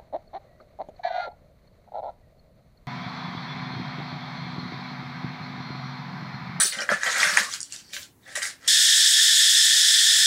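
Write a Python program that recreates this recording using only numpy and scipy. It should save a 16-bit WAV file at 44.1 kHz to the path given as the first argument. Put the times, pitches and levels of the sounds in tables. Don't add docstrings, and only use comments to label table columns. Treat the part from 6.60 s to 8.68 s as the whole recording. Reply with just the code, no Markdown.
import sys
import numpy as np
from scipy import signal
from scipy.fft import rfft, irfft, next_fast_len
from scipy.io import wavfile
from scipy.ndimage import map_coordinates

SR = 44100
rng = np.random.default_rng(int(sys.argv[2]) if len(sys.argv) > 2 else 0)


def dump_mix(stems):
    frames = np.atleast_2d(stems).T
    limited = np.clip(frames, -1, 1)
    pcm = np.round(limited * 32767).astype(np.int16)
    wavfile.write(sys.argv[1], SR, pcm)


def voltage_ratio(decibels):
    exponent = np.asarray(decibels, float) / 20
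    return 10 ** exponent


N = 91595


def unit(x):
    return x / np.sqrt(np.mean(x ** 2) + 1e-20)


def along(points, hz):
    f, value = np.transpose(points)
    return np.interp(np.log(hz + 1), np.log(f + 1), value)


def filtered(x, response):
    m = next_fast_len(N + SR // 2)
    return irfft(rfft(x, m) * response(np.fft.rfftfreq(m, 1 / SR)), m)[:N]


def rings(s, hz, gain, cycles, rise=0.95, size=400):
    t = np.arange(size) / SR
    hz = np.clip(hz, 50, 15500)[:, None]
    decay = voltage_ratio(-20 * t * hz / cycles)
    onset = 1 - np.exp(-(t * hz / rise) ** 2)
    fade = np.cos(np.pi / 2 * t / t[-1])
    wave = np.sin(2 * np.pi * hz * t) * decay * onset * fade
    at = np.round(s * SR).astype(int)[:, None] + np.arange(size)
    return np.bincount(at.ravel(), (gain[:, None] * wave).ravel(), N + size)[:N]


def shower(gain, per_s, hz, spread, cycles, uneven_db, size=200, mix=None):
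    draw = rng.standard_normal((12000, 2)).clip(-2, 2)
    s = np.cumsum(rng.exponential(size=12000)) / per_s
    pick = rng.random(12000)
    keep = s < (N - 1) / SR
    s, hz = s[keep], np.atleast_1d(hz)
    at = (s * SR).astype(int)
    centre = hz[at] if len(hz) == N else hz[(pick[keep] * len(hz)).astype(int)]
    scatter = spread * (1 if mix is None else mix[at])
    pitch = centre * np.exp(scatter * draw[keep, 0])
    strength = voltage_ratio(uneven_db * draw[keep, 1])
    energy = np.sum(strength ** 2 * cycles / pitch) / (4 * np.log(10)) * SR / N
    return rings(s, pitch, strength * gain[at], cycles, size=size) / np.sqrt(energy)


def knocks(table, partials, cycles, rise):
    s, db, hz = np.transpose(table)
    vary = rng.standard_normal((len(s), len(partials), 2))
    out = np.zeros(N)
    for k, (ratio, level) in enumerate(partials):
        loose = k > 0
        pitch = hz * ratio * (1 + loose / 20 * vary[:, k, 0])
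        gain = voltage_ratio(db + level + 2 * loose * vary[:, k, 1])
        out += rings(s, pitch, gain, cycles, rise * ratio)
    return out


# (f/Hz, level/dB per Hz)
HUM_TONE = [(18, -57), (30, 6), (311, -11.5), (540, -22.5), (889, -21.5), (1350, -29.5), (5170, -44),
            (6210, -35), (16000, -32)]


def hum():
    noise = rng.standard_normal(N)
    return voltage_ratio(-54) * unit(filtered(noise, lambda f: voltage_ratio(along(HUM_TONE, f))))


# (delay t/s, level/dB)
EARLY_ECHOES = [(.0025, -8.5), (.0058, -8), (.0085, -9.5), (0.012, -8.5), (.019, -13)]
# (f/Hz, fall by 60 dB t/s)
ROOM_DECAY = [(200, 0.24), (1700, 0.25), (6000, 0.18), (12000, 0.19)]


def room(x):
    tail_db, tail_delay = -1, 300
    out = np.pad(x, (0, SR))
    for s, db in EARLY_ECHOES:
        smear = lambda f: np.exp(1j * np.cos(f / 300 + s * 900))
        out[round(s * SR):][:N] += voltage_ratio(db) * filtered(x, smear)
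    step = SR // 10
    for start in range(0, N, step):
        hz, t, z = signal.stft(rng.standard_normal(SR // 2), SR, nperseg=256)
        decay = voltage_ratio(-60 * t / along(ROOM_DECAY, hz)[:, None])
        tail = signal.istft(z * decay, SR, nperseg=256)[1]
        wet = signal.fftconvolve(x[start:start + step], tail / np.linalg.norm(tail))
        out[start + tail_delay:][:len(wet)] += voltage_ratio(tail_db) * wet
    return out[:N]


# (f/Hz, level/dB, fall by 60 dB t/s)
CHARM_MODES = [(4340, -31, .35), (5950, -28, .3), (7940, -21, 0.26), (8020, -20.5, 0.24), (8300, -28, 0.33),
               (9120, -16, 0.28), (9520, -27, 0.26), (9690, -22.5, 0.31), (11670, -34.5, 0.1457)]


def charm():
    flutter_db, flutter_rad = 5, 1.15
    t = np.arange(N) / SR
    flutter = lambda: map_coordinates(rng.standard_normal(600), [t * 200])
    out = np.zeros(N)
    for hz, db, t60 in CHARM_MODES:
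        level = voltage_ratio(db - 60 * t / t60 + flutter_db * flutter())
        out += level * np.sin(2 * np.pi * hz * t + flutter_rad * flutter())
    return out


# (f/Hz, width f/Hz, level/dB)
BOX_PANELS = [(205, 24, -6.5), (404, 24, -12.5), (476, 108, -4), (586.5, 82, 2.5), (779, 45, -2.5),
              (975, 200, -18.5)]


def cardboard(gain):
    uneven = voltage_ratio(3.0 * rng.standard_normal(N // 200 + 1).repeat(200)[:N])
    pushes = rng.standard_normal(N) * uneven

    def panels(f):
        total = 0
        for k, (c, w, db) in enumerate(BOX_PANELS):
            total = total + (-1) ** k * voltage_ratio(db) * 1j * f * w / (c * c - f * f + 1j * f * w)
        soft = 1 / (1 + 1j * f / 1500)
        return total * soft * (1j * f / 120) / (1 + 1j * f / 120)

    return filtered(gain * pushes, panels) / np.std(filtered(pushes, panels))


# (t/s, peak level/dB, f/Hz)
FLOOR_THUDS = [(0.042, -41.5, 191), (.05, -34, 388), (0.169, -36.5, 205), (.215, -46, 225),
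               (.315, -25.5, 205), (0.331, -35.5, 160), (0.464, -43, 190), (0.552, -58, 191),
               (.66, -37, 172), (0.726, -37, 190), (0.803, -35, 205), (1.775, -29.5, 600),
               (.218, -25.5, 560), (.302, -19, 583), (0.319, -13, 585), (1.391, -44.5, 82.3),
               (.78, -16.5, 966)]


def thuds():
    s, db, hz = np.transpose(FLOOR_THUDS)
    return rings(s, hz, voltage_ratio(db), cycles=8.1, rise=0.35, size=3000)


# (t/s, length t/s, level/dB, f/Hz)
BEAD_STRANDS = [(0, .14, -38.5, 4500), (1.092, .24, -59, 4550), (1.244, .09, -60, 5500),
                (1.63, .04, -62, 3740), (1.66, .08, -48, 1800), (0.203, .04, -39, 5600),
                (.8, .09, -38, 1150), (.64, .06, -28, 1550)]


def strands():
    t = np.arange(N) / SR
    out = np.zeros(N)
    for s, length, db, hz in BEAD_STRANDS:
        drag = voltage_ratio(db) * ((t >= s) & (t < s + length))
        out += shower(drag, per_s=600, hz=hz, spread=.04, cycles=30, uneven_db=3, size=700)
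    return out


# (t/s, peak level/dB, f/Hz)
LONE_PINGS = [(.045, -15.5, 5426), (0.055, -14, 6029), (.064, -18, 9700), (.090, -20, 9000),
              (0.093, -36, 4392), (.121, -32, 4270), (.132, -31, 6029), (.187, -21.5, 3095),
              (.187, -28, 4134), (.205, -23.5, 4760), (0.213, -25, 5600), (0.22, -25, 5580),
              (.219, -26, 2390), (.220, -29, 2910), (.291, -26.5, 3250), (.313, -27, 6100),
              (.338, -29, 6804), (0.434, -21, 6700), (.444, -35, 11650), (.461, -30, 11714),
              (.463, -24, 3180), (0.494, -20.5, 4060), (0.504, -29, 6800), (.518, -18, 6800),
              (.527, -20, 6600), (0.602, -20, 3270), (.602, -17, 4737), (.620, -26, 10200),
              (.641, -13.5, 5270), (.692, -26, 6840), (.771, -20, 9680), (.772, -15, 9550),
              (.771, -12, 6500), (.868, -33, 5167), (0.914, -25, 5943), (0.936, -22, 4737),
              (1.004, -41, 4500), (1.004, -30, 9650), (1.011, -25, 6718), (1.101, -54, 4565),
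              (1.122, -35.5, 2756), (1.123, -32, 7493), (1.123, -31, 8340), (1.123, -35, 9905),
              (1.132, -25, 7300), (1.161, -29, 5943), (1.249, -49, 4700), (1.291, -46, 4650),
              (1.332, -37, 3800), (1.334, -34, 7140), (1.344, -31, 6550), (1.631, -51.5, 3875),
              (1.692, -46, 3400), (1.703, -47, 5370), (1.753, -26, 3920), (1.82, -26, 3080),
              (1.829, -27, 4823), (2.044, -43, 3200), (2.068, -39, 3220)]


def pings():
    s, db, hz = np.transpose(LONE_PINGS)
    return rings(s, hz, voltage_ratio(db), cycles=36, rise=3, size=900)


def dull(x):
    top_hz = 10270
    return filtered(x, lambda f: 1 / (1 + 1j * f / top_hz / 1.196 - (f / top_hz) ** 2) ** 2)


# (t/s, peak level/dB, f/Hz)
BEAD_TICKS = [(0.1235, -21.5, 3030), (0.2054, -25.5, 5546), (0.4333, -19, 6000), (0.77, -19, 7050),
              (0.9259, -22, 4890), (0.9377, -18, 6500), (1.0041, -19, 6900), (1.0143, -21, 8170),
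              (1.0295, -18, 7200), (1.1228, -22.5, 6770), (1.1324, -52, 7260), (1.1615, -27.5, 5660),
              (1.3332, -22, 3750), (1.343, -31, 6330), (1.3644, -23, 3110), (1.4296, -27, 5510),
              (1.83, -16.5, 5940)]
# (ratio to the main mode, level/dB)
BEAD_MODES = [(1, 2), (.66, -1), (.83, -2), (1.14, -1), (1.28, -1)]


def ticks():
    return dull(knocks(BEAD_TICKS, BEAD_MODES, cycles=13.95, rise=5.8))


# (peak t/s, rise t/s, large beads level/dB, small beads
# level/dB, cardboard level/dB)
HAND_SHOVES = [(0.0, .01, -18, -20, -39.5), (0.027, 0.014, -31, -28, -42.5), (0.054, 0.014, -53, -25, -60),
               (0.131, 0.012, -29.5, -33.5, -44.5), (0.189, 0.028, -28.5, -41, -33),
               (0.218, 0.11, -30.5, -38, -54), (0.301, 0.018, -21, -33, -28),
               (0.326, 0.027, -20.5, -33, -53), (0.439, 0.03, -43, -34, -63),
               (0.469, 0.043, -17, -30, -34.5), (0.52, 0.085, -29.5, -32.5, -56.5),
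               (0.57, 0.076, -37.5, -49, -34.5), (0.636, 0.18, -16, -25.5, -49),
               (0.692, 0.27, -19, -28.5, -46.5), (0.74, 0.095, -24.5, -29.5, -44),
               (0.787, 0.05, -19, -24, -39.5), (0.832, 0.0068, -43, -29.5, -48.5),
               (0.947, 0.15, -36.5, -34.5, -64), (1.04, 0.032, -58.5, -46.5, -83),
               (1.14, 0.055, -45.5, -39.5, -65.5), (1.188, 0.025, -51.5, -45.5, -68),
               (1.25, 0.023, -57.5, -62, -74),
               (1.302, 0.038, -55, -53, -62), (1.338, 0.015, -41.5, -33, -56),
               (1.367, 0.018, -37.5, -42, -57), (1.427, 0.11, -70.5, -44, -71),
               (1.68, 0.03, -43, -51.5, -51), (1.727, 0.092, -44, -49, -70), (1.755, 0.0083, -24, -27, -46),
               (1.769, .01, -31, -36.5, -55), (1.827, 0.01516, -27, -27.5, -49.5),
               (1.861, 0.0242, -36, -30.5, -50.5), (1.901, 0.056, -44, -45.5, -60),
               (2.049, 0.06, -41.5, -51, -58), (2.08, 0.051, -35, -38, -49.5)]


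def stir():
    climb_db, settle_db_per_s = 18, 446.5
    rows = np.array(HAND_SHOVES)
    late = np.arange(N) / SR - rows[:, :1]
    rise = np.abs(rows[:, 1:2])
    shape = voltage_ratio(np.where(late < 0, climb_db * late / rise, -settle_db_per_s * late))
    return np.sqrt(voltage_ratio(rows[:, 2:]).T ** 2 @ shape ** 2)


# (t/s, f/Hz, mix of sizes as a factor on the pitch scatter)
LARGE_ON_TOP = [(0, 1700, 0.81), (.45, 1740, 0.68), (0.799, 1762, 1.2), (1.4, 1880, 1.19), (1.62, 1806, .3),
                (1.74, 1844, 0.18), (1.8, 1860, 1.07), (2.08, 1764, 0.7)]
# (t/s, f/Hz)
SMALL_ON_TOP = [(0, 6730), (.09, 5850), (.13, 4070), (.22, 5190), (.6, 5620), (1.0, 6650), (1.36, 5120),
                (1.65, 4390), (1.76, 6600), (2.08, 5000)]
LINK_MODES = [3150, 3700, 4450, 5250, 5850, 6600, 7200, 8000, 9200]
# (t/s, length t/s, level/dB)
CHAIN_HISS = [
    (.0, 0.11, -43.5),
    (1.332, 0.095, -51),
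]


def beads(large, small):
    t = np.arange(N) / SR
    small_hz = np.interp(t, *np.transpose(SMALL_ON_TOP))
    fine = shower(small, per_s=3000, hz=small_hz, spread=0.412, cycles=7.6, uneven_db=5.5, size=200)
    links = shower(small, per_s=260, hz=LINK_MODES, spread=0.028, cycles=92, uneven_db=-2.5, size=900)

    chain = np.zeros(N)
    for s, length, db in CHAIN_HISS:
        start, end = (t - s + 0.0046) / .004, (s + length - t) / length * 3
        chain += voltage_ratio(db) * np.clip(np.minimum(start, end), 0, 1)
    crackle = voltage_ratio(-22.5) * small + chain
    grit = shower(crackle, per_s=4000, hz=13600, spread=0.19, cycles=11, uneven_db=-2.0, size=40)

    s, hz, mix = np.transpose(LARGE_ON_TOP)
    heavy = shower(large, per_s=1300, hz=np.interp(t, s, hz), mix=np.interp(t, s, mix),
                   spread=0.13, cycles=4.45, uneven_db=3.5, size=300)
    return heavy + dull(fine + voltage_ratio(-12) * links) + grit


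# (t/s, peak level/dB, f/Hz)
BEAD_CLACKS = [(0.012, -14.5, 1650), (0.021, -12, 1710), (1.333, -31.5, 1820), (1.374, -35.5, 1950),
               (0.1221, -24.5, 2067), (0.2905, -4, 1670), (0.3151, -6.5, 1460), (0.3369, -21, 1420),
               (0.4325, -9, 1720), (0.4665, -26, 1780), (0.564, -9.5, 2010), (0.631, -3, 1986),
               (0.7718, 2.5, 1758), (1.365, -28.5, 1600), (1.7612, -21, 1940), (1.8193, -17.5, 1950),
               (1.853, -15, 2040)]


def clacks():
    modes = [(1.026, 2.5), (0.6, -17), (1.155, -5.5), (1.4, -10.5)]  # (ratio, level/dB)
    return knocks(BEAD_CLACKS, modes, cycles=7.1, rise=1.39)


def scene():
    large, small, box = stir() * voltage_ratio(-2.5)
    near, knock = ticks() + pings(), clacks()
    sent = voltage_ratio(-9) * near + voltage_ratio(-6) * knock
    wet = room(beads(large, small) + cardboard(box) + sent)
    direct = near + knock - sent
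    return (wet + direct + thuds() + charm() + hum() + strands())[None]


def top_cut(x):
    return signal.sosfilt(signal.butter(12, 16320, fs=SR, output="sos"), x)


def record(dry):
    low_hz, top_hz = 61.6, 15780
    cut = filtered(dry[0], lambda f: (1j * f / (low_hz + 1j * f)) ** 4 * (f < top_hz))
    return top_cut(cut[None])


dry = scene()
out = record(dry)
dump_mix(out)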